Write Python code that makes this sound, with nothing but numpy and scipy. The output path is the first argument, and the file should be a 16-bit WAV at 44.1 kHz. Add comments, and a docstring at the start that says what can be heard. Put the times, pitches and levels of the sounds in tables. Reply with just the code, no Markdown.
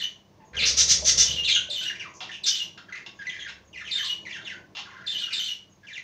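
"""Harsh scolding squawks and a repeated whistled contact call: budgerigars in and on a wire cage.
Another bird warbles softly in short down-slurs. Each whistle is a vibration of the syrinx, roughened
by a second, slower one; a squawk is uneven puffs of air through a throat resonance. Wings flutter
twice with a low hum, beaks and claws tick on the bars, and soft bumps ring the plastic tray. Voices
and cage echo in a bare room, over steady air, soft stirring, a faint mains tone and a thin high hiss."""
import sys
import numpy as np
from scipy import signal
from scipy.fft import rfft, irfft, next_fast_len
from scipy.io import wavfile

SR = 44100
rng = np.random.default_rng(int(sys.argv[2]) if len(sys.argv) > 2 else 0)


def to_wav(sig):
    """Store sig (one row per channel, or 1-D mono) as 16-bit WAV at the path in sys.argv[1].

    Samples outside -1..1 are clipped; the rate is SR.
    """
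    pcm = np.clip(np.atleast_2d(sig), -1, 1) * 32767
    pcm = np.round(pcm).astype(np.int16)
    wavfile.write(sys.argv[1], SR, pcm.T)  # frames by channels


N = 265923


def squawks(rattle_hz=260, jitter=0.26, closing=0.12, leak=0.77, ceiling=1.7):
    """Source and filter: uneven puffs of air rattle through a wide throat resonance."""
    # scolds: (time [s], length [s], level [dB], throat frequency [factor], swelling time [share])
    scolds = [(0.614, 0.049, -21, 0.7, 0.61), (0.653, 0.052, -19.5, 0.94, 0.11),
              (0.768, 0.059, -15.5, 1, 0.28), (0.88, 0.051, -13, .99, 0.72),
              (1.046, .064, -13.5, 0.99, 0.98), (1.175, 0.065, -16.5, 0.98, 0.085),
              (2.459, 0.038, -19, 0.93, 0.28), (5.327, 0.021, -30.5, 0.77, .2)]
    # throat resonance: (frequency [Hz], gain [dB])
    throat = [(410, -56.5), (700, -40), (1170, -33.5), (1300, -19), (1480, -22.5), (1820, -14), (2560, -14),
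              (3740, -4), (4050, -6), (4860, -1), (6230, 4.5), (8100, -19.5), (11700, -44.5),
              (15000, -34.5), (16000, -43)]
    out = np.zeros(N)
    for s, length, db, bright, peak in scolds:
        size = round(length * SR)
        cycles = np.cumsum(rattle_hz * (1 + jitter * wobble(size, 180))) / SR
        puffs = (leak + np.exp(-(cycles % 1) / closing)) * rng.standard_normal(size)
        puffs = np.tanh(unit_rms(puffs) / ceiling)  # the airflow saturates, so no puff stands far out
        swell = np.interp(np.linspace(0, 1, size), [0, np.clip(peak, .05, .78), .8, 1], [.17, 1, 1, .1])
        add(out, s, gain_of(db) * unit_rms(coloured(puffs, throat, bright)) * swell)
    return out


def contact_calls(opening_rise=.36, opening_s=.007, turn_hz=3560, turn_db=-6, turn_s=.016,
                  note_rough=.13, turn_rough=.7, attack_s=.0077, release_s=.01):
    """A gliding oscillator filtered by the beak: a down-slur, then three notes joined by buzzy turns."""
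    # calls: (time [s], length [factor], pitch [factor], level [dB], overtone shift as the bird turns [dB])
    calls = [(-.14, 0.95, 1.025, -28, -4.5), (1.2, 1.02, 0.98, -30, -3.5), (1.697, 0.96, .99, -30.5, -1.5),
             (2.433, 0.99, .99, -30.5, -1), (3.908, 1.08, 1.005, -29.5, -3.5),
             (5.063, 0.99, 0.99, -30.5, -5), (5.325, 0.97, 1, -30, -1)]
    # held notes of a call: (onset [s], length [s], pitch [Hz], level [dB]), before each call's variation
    notes = [(0, .044, 3600, 1.5), (.074, .036, 3040, -0.5), (.167, .042, 2890, 0)]
    # harmonics 2 to 4 at the syrinx: (relative level [dB])
    overtones = [-16.5, -36, -27]
    # response of the beak: (frequency [Hz], gain [dB])
    beak = [(700, -12), (3000, 0), (6500, 3.5), (8000, -1), (10000, -12.5), (11100, -7.5), (12100, 2),
            (13300, -7), (16000, -38)]
    out = np.zeros(N)
    onset, length, note_hz, note_db = np.transpose(notes)
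    end = onset[-1] + length[-1]
    for s, stretch, pitch, effort_db, facing_db in calls:
        t = np.arange(0, end, 1 / (SR * stretch))
        time_to_note = np.maximum(abs(t[:, None] - onset - length / 2) - length / 2, 0)
        nearest = time_to_note.argmin(axis=1)
        turn = np.minimum(time_to_note.min(axis=1) / turn_s, 1)  # 0 on a note, up to 1 between notes
        opening = 1 + opening_rise * np.exp(-(t / opening_s) ** 2)  # drops onto the first note
        hz = (note_hz[nearest] * (1 - turn) + turn_hz * turn) * opening
        hz = hz * pitch * (1 + .008 * wobble(len(t), 90))
        db = effort_db + note_db[nearest] * (1 - turn) + turn_db * turn + 1.6 * wobble(len(t), 70)
        rough = note_rough * (1 - turn) + turn_rough * turn
        voice = syrinx(hz, rough, np.add(overtones, facing_db))
        envelope = np.minimum(t / attack_s, 1) * np.minimum((end - t) / release_s, 1)
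        add(out, s, gain_of(db) * voice * envelope)
    return coloured(out, beak)


def warble(slur_octaves_per_s=14, held_octaves_per_s=2, mutter_step_s=.03, mutter_hz=2114,
           mutter_octaves=.7, peeps_per_s=4, peep_hz=6630):
    """Source and filter: slurs, held notes, muttering and faint peeps are dulled by a closed beak."""
    # clear down-slurs: (time [s], length [s], middle pitch [Hz], source level [dB])
    slurs = [(0, 0.017, 1890, -43.5), (0.566, .047, 2604, -30.5), (.589, .03, 3900, -29),
             (1.432, .018, 3090, -29), (1.444, .023, 3720, -28.5), (1.473, 0.028, 2462, -28.5),
             (1.505, .027, 3436, -20), (1.543, .025, 3127, -19.5), (1.557, 0.02, 1545, -34.5),
             (1.896, .018, 1678, -36.5), (1.994, .036, 2557, -40.5), (2.046, .037, 1146, -44),
             (2.291, .014, 1804, -40), (2.884, 0.019, 1602, -44), (2.923, .014, 1994, -35.5),
             (3.292, 0.015, 3235, -39.5), (3.328, .048, 1970, -45), (3.445, .04, 1705, -40.5),
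             (3.729, .057, 2228, -45), (3.772, .058, 2086, -43), (3.859, .05, 2580, -42.5),
             (3.973, .041, 1930, -39), (4.025, .026, 1132, -44), (4.251, 0.031, 2053, -39.5),
             (4.322, .031, 3040, -41.5), (4.347, .028, 1663, -41), (4.447, .042, 3040, -40),
             (4.488, .061, 1760, -41), (5.868, .066, 2118, -46.5), (5.927, 0.048, 3064, -43.5),
             (5.965, .022, 2190, -40)]
    # pure to buzzing notes: (time [s], length [s], pitch [Hz], source level [dB], roughness [0-1])
    held_notes = [(0.399, 0.05, 877, -51.5, 0), (0.531, 0.04, 1620, -42.5, 0.69),
                  (.612, 0.034, 2495, -26.5, 0.52), (1.172, .011, 5570, -24, 0),
                  (1.478, .029, 3700, -25, .7), (1.811, 0.024, 1506, -39, 0),
                  (2.136, 0.044, 6070, -57, 0.65), (2.311, 0.054, 2760, -42.5, 0.43),
                  (2.773, .03, 1450, -48, .4), (2.945, 0.037, 2089, -41, 0.56),
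                  (3.189, 0.039, 1627, -42, 0.11), (3.266, .021, 2010, -35, 0),
                  (3.387, .048, 3330, -43.5, .15), (4.29, 0.032, 2275, -39, 0.33),
                  (4.86, 0.12, 1072, -50.5, 0.38), (5.28, 0.015, 1535, -42, 0.1),
                  (5.305, 0.038, 2520, -39.5, 0.48), (5.83, 0.032, 1670, -51.5, 0.27)]
    # stretches of soft muttering: (start [s], end [s], source level [dB])
    mutters = [(1.799, 2.03, -46), (2.881, 3, -51.5), (3.221, 3.51, -46), (3.8, 4.04, -47.5),
               (4.298, 4.53, -50), (4.86, 5.05, -49), (5.1, 5.38, -49.5)]
    # response of the closed beak: (frequency [Hz], gain [dB])
    closed_beak = [(400, -12), (950, -3.5), (2000, 2.5), (4500, 2.5), (6500, 6.5), (8000, -10.5),
                   (9800, -19), (11500, -25.5), (16000, -33)]
    out = np.zeros(N)
    for s, length, hz, db in slurs:
        add(out, s, syllable(length, hz, db, rough=.19, octaves_per_s=slur_octaves_per_s))
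    for s, length, hz, db, rough in held_notes:
        add(out, s, syllable(length, hz, db, rough, held_octaves_per_s))
    for start, end, db in mutters:
        times = np.arange(start, end, mutter_step_s)
        for s, (late, high) in zip(times, rng.uniform(-1, 1, (len(times), 2))):
            hz = mutter_hz * 2 ** (mutter_octaves * high)
            mutter = syllable(.026, hz, db, rough=.3, octaves_per_s=slur_octaves_per_s)
            add(out, s + late * mutter_step_s / 2, mutter)
    for slot in np.arange(0, N / SR, 1 / peeps_per_s):
        s = slot + rng.random() / peeps_per_s
        add(out, s, syllable(.044, peep_hz, db=-72.5, rough=.14, octaves_per_s=held_octaves_per_s))
    return coloured(out, closed_beak)


def syllable(length_s, pitch_hz, db, rough, octaves_per_s, bend=1.5, attack_s=0.004, release_share=0.13):
    """A downward frequency sweep: a husky note starts abruptly, falls quickly at first, then settles."""
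    # harmonics 2 to 5 at the syrinx: (relative level [dB])
    overtones = [-17, -22, -31, -39.5]
    progress = np.linspace(0, 1, max(round(length_s * SR), 64))
    hz = pitch_hz * 2 ** (octaves_per_s * length_s * ((1 - progress) ** bend - 1 / (1 + bend)))
    voice = syrinx(hz, rough, overtones, buzz_hz=470, swing=.22, husk=0.1, ragged_share=0.97)
    envelope = np.minimum(progress * length_s / attack_s, 1) * np.minimum((1 - progress) / release_share, 1)
    return gain_of(db + 2.5 * wobble(len(progress), 120)) * voice * envelope


def syrinx(hz, rough, overtones_db, buzz_hz=590, buzz_spread=.18, swing=.17, shimmer=0.44, rasp_db=5,
           husk=0.2, husk_hz=1500, ragged_share=1.4):
    """Modulation: a slower vibration shakes a whistle's pitch and amplitude, giving it sidebands."""
    size = len(hz)
    buzz_rate = buzz_hz * (1 + buzz_spread * wobble(size, 120))
    buzz = unit_rms(np.sin(2 * np.pi * np.cumsum(buzz_rate) / SR))
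    shaken_hz = hz * (1 + swing * rough * (0.76 * buzz + .7 * wobble(size, 450)))
    phase = 2 * np.pi * np.cumsum(shaken_hz) / SR
    tone = np.sin(phase)
    for k, db in enumerate(overtones_db, 2):
        ragged = unit_rms(1 + ragged_share * wobble(size, 370))  # overtones are less steady
        tone += gain_of(db + rasp_db * rough) * ragged * np.sin(k * phase) * (k * shaken_hz < SR / 2)
    husky = husk * (1 + 2 * rough) * wobble(size, husk_hz)  # a noisy skirt around each partial
    return unit_rms(tone * (1 + shimmer * rough * buzz + husky))


def cage(ring_db=-5, touch_s=0.00093):
    """Friction and free vibration: a beak or claw scrapes briefly and excites the bars' damped modes."""
    # contacts: (time [s], level [dB], decay time of the scrape [s])
    ticks = [(2.205, -34, 0.037), (2.776, -42, 0.015), (3.062, -34.5, 0.0083), (3.492, -36, 0.0085),
             (4.75, -37.5, 0.024), (4.768, -31.5, 0.021), (4.787, -33.5, 0.01)]
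    # modes of the bars: (frequency [Hz], relative level [dB], time to fall 60 dB [s])
    modes = [(1104, -6.5, 0.12), (2124, -1.5, 0.032), (2690, 5, 0.05), (3410, 5, 0.017), (4240, -10, 0.021),
             (4480, -7, 0.037), (5190, -1.5, 0.054), (6800, -9.5, .03)]
    # friction noise: (frequency [Hz], relative spectral density [dB])
    friction = [(300, -25), (900, 1), (2000, -0.5), (3300, 9.5), (4500, 1.5), (6700, -8.5), (8000, -31),
                (11000, -48), (16000, -32)]
    out, t = np.zeros(N), np.arange(SR // 8) / SR
    for s, db, decay_s in ticks:
        ring = sum(gain_of(mode_db - 60 * t / t60) * np.sin(2 * np.pi * hz * rng.uniform(1, 1.03) * t)
                   for hz, mode_db, t60 in modes)
        scrape = unit_rms(coloured(rng.standard_normal(len(t)), friction)) * np.exp(-t / decay_s)
        attack = 1 - np.exp(-t / touch_s)
        add(out, s, gain_of(db) * (gain_of(ring_db) * ring + scrape) * attack)
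    return out


def tray(t60=0.15, attack_s=0.00049):
    """Damped vibration: a soft bump rings the plastic tray briefly and dully."""
    # bumps: (time [s], pitch [Hz], level [dB])
    bumps = [(.625, 454, -38), (1.022, 623, -33.5), (1.688, 588.2, -43.5), (2.075, 996, -44.5),
             (2.21, 762, -40), (4.782, 822.9, -45)]
    out, t = np.zeros(N), np.arange(SR // 8) / SR
    for s, hz, db in bumps:
        ring = np.sin(2 * np.pi * hz * t) * (1 + .5 * wobble(len(t), 280))
        add(out, s, gain_of(db - 60 * t / t60) * ring * (1 - np.exp(-t / attack_s)))
    return out


def wings(beat_hz=23, depth=0.19, puff_db=-2.5, hum_hz=70, hum_db=-3, attack_s=0.068, fade_db_per_s=54):
    """Air displacement: each wing beat pushes a soft puff; a low hum swells and fades with the beating."""
    # bouts of wing beating: (time [s], length before the fade [s], level [dB])
    flutters = [(0.508, 0.84, -42.5), (3.356, 0.7, -62.5)]
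    # air moved by the wings: (frequency [Hz], relative spectral density [dB])
    wing_air = [(15, -22), (25, -11.5), (37, -15), (54, -9), (70, -5), (97, -8.5), (146, -4.5),
                (289, -19.5), (509, -8.5), (750, -21.5), (1200, -22.5), (1560, -57), (2640, -120)]
    t, effort = np.arange(N) / SR, np.zeros(N)
    for s, length, db in flutters:
        attack = np.clip((t - s) / attack_s, 0, 1)
        effort += attack * gain_of(db - fade_db_per_s * np.maximum(t - s - length, 0))
    beats = np.cumsum(beat_hz * (1 + 0.11 * wobble(N, 11))) / SR
    puffs = unit_rms(noise(wing_air) * (1 + depth * np.cos(2 * np.pi * beats)))
    hum = unit_rms(np.sin(2 * np.pi * np.cumsum(hum_hz + 1.5 * wobble(N, 5)) / SR))
    return effort * (gain_of(puff_db) * puffs + gain_of(hum_db) * hum)


def room(x, direct_db=-3, early_db=-8, tail_db=-4, early_s=0.0037):
    """Reverberation: direct sound, quick reflections from wall and tray, then a decaying diffuse tail."""
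    # reverberation time, shortest in the high treble: (frequency [Hz], time to fall 60 dB [s])
    t60 = [(200, 0.2), (1000, 0.37), (3000, 0.31), (6000, 0.33), (9000, 0.3), (15000, 0.13)]
    t = np.arange(SR) / SR

    def reflections(per_s, after_s):
        """Echoes of random sign arrive at random times."""
        return rng.choice([-1., 1.], SR) * (rng.random(SR) < per_s / SR) * (t > after_s)

    hz, age, spectra = signal.stft(reflections(per_s=4000, after_s=.006), SR, nperseg=256)
    decay = gain_of(-60 * age / value_at(t60, hz)[:, None])
    tail = signal.istft(spectra * decay, SR, nperseg=256)[1][:SR]
    early = reflections(per_s=900, after_s=.002) * np.exp(-t / early_s)
    response = gain_of(tail_db) * tail / np.linalg.norm(tail)
    response += gain_of(early_db) * early / np.linalg.norm(early)
    return gain_of(direct_db) * x + signal.fftconvolve(x, response)[:N]


def background(mains_hz=99, mains_db=-71, octave_db=-69, rustle_db=-1.5, unrest_db=2, floor_db=-62.5):
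    """The noise floor: a faint mains tone with its octave, uneven stirring, room air and a thin hiss."""
    # soft stirring in the room: (time [s], relative level [dB])
    stirring = [(0.0, -60), (0.278, -60), (0.4, -59), (1.8, -54), (3.95, -60.5), (4.42, -51.5), (4.81, -59),
                (5.22, -57), (5.65, -65.5), (6.0, -66)]
    # colour of the stirring: (frequency [Hz], relative spectral density [dB])
    stirring_colour = [(47, -33), (80, -4), (194, 2), (227, -11), (333, 0), (511, -10.5), (650, -4),
                       (702, -12), (1100, -9), (1430, -53.5), (2420, -120)]
    # steady room air, plus a separate faint, thin hiss near 15 kHz:
    # (frequency [Hz], relative spectral density [dB])
    air_and_hiss = [(25, -14), (60, -4), (140, 0), (250, -5), (500, -8), (1000, -14), (2000, -18),
                    (4400, -22), (6200, -21), (7000, -28), (8000, -37), (13000, -41), (15000, -31)]
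    t = np.arange(N) / SR
    phase = 2 * np.pi * mains_hz * t
    mains = gain_of(mains_db) * unit_rms(np.sin(phase)) + gain_of(octave_db) * unit_rms(np.sin(2 * phase))
    stirring_db = rustle_db + np.interp(t, *np.transpose(stirring))
    rustle = noise(stirring_colour) * gain_of(stirring_db + unrest_db * wobble(N, 12))
    return mains + rustle + gain_of(floor_db) * noise(air_and_hiss)


def gain_of(db):
    """Decibels to amplitude."""
    return 10 ** (np.asarray(db) / 20)


def unit_rms(x):
    """Normalisation to an rms of 1."""
    return x / np.sqrt(np.mean(x ** 2) + 1e-20)


def value_at(points, hz):
    """Interpolation on a log-frequency axis."""
    f, value = np.transpose(points)
    return np.interp(np.log(hz + 1), np.log(f + 1), value)


def coloured(x, spectrum, stretch=1):
    """Linear filtering by a dB spectrum, which may be stretched in frequency."""
    size = next_fast_len(len(x) + 512)
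    hz = np.fft.rfftfreq(size, 1 / SR)
    return irfft(rfft(x, size) * gain_of(value_at(spectrum, hz / stretch)), size)[:len(x)]


def noise(spectrum):
    """Stationary noise of a given colour."""
    return unit_rms(coloured(rng.standard_normal(N), spectrum))


def wobble(size, hz):
    """Low-pass noise: a smooth random fluctuation at rates up to about hz."""
    f = np.fft.rfftfreq(size, 1 / SR)
    return unit_rms(irfft(rfft(rng.standard_normal(size)) / (1 + (f / hz) ** 4), size))


def add(mix, s, sound):
    """Superposition: a sound joins the mix at time s."""
    start = round(s * SR)
    sound = sound[max(-start, 0):]
    part = mix[max(start, 0):][:len(sound)]
    part += sound[:len(part)]


def scene():
    """Superposition: voices, cage and tray reverberate; wings and background add directly."""
    birds = contact_calls() + warble() + squawks()
    return (room(birds + cage() + tray()) + wings() + background())[None]


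def record(dry, edge_hz=15650):
    """Band limiting: a steep low-pass filter removes the highest treble."""
    low_pass = signal.firwin(511, edge_hz, window=("kaiser", 9), fs=SR)
    return signal.oaconvolve(dry, low_pass[None], "same")


dry = scene()
out = record(dry)
to_wav(out)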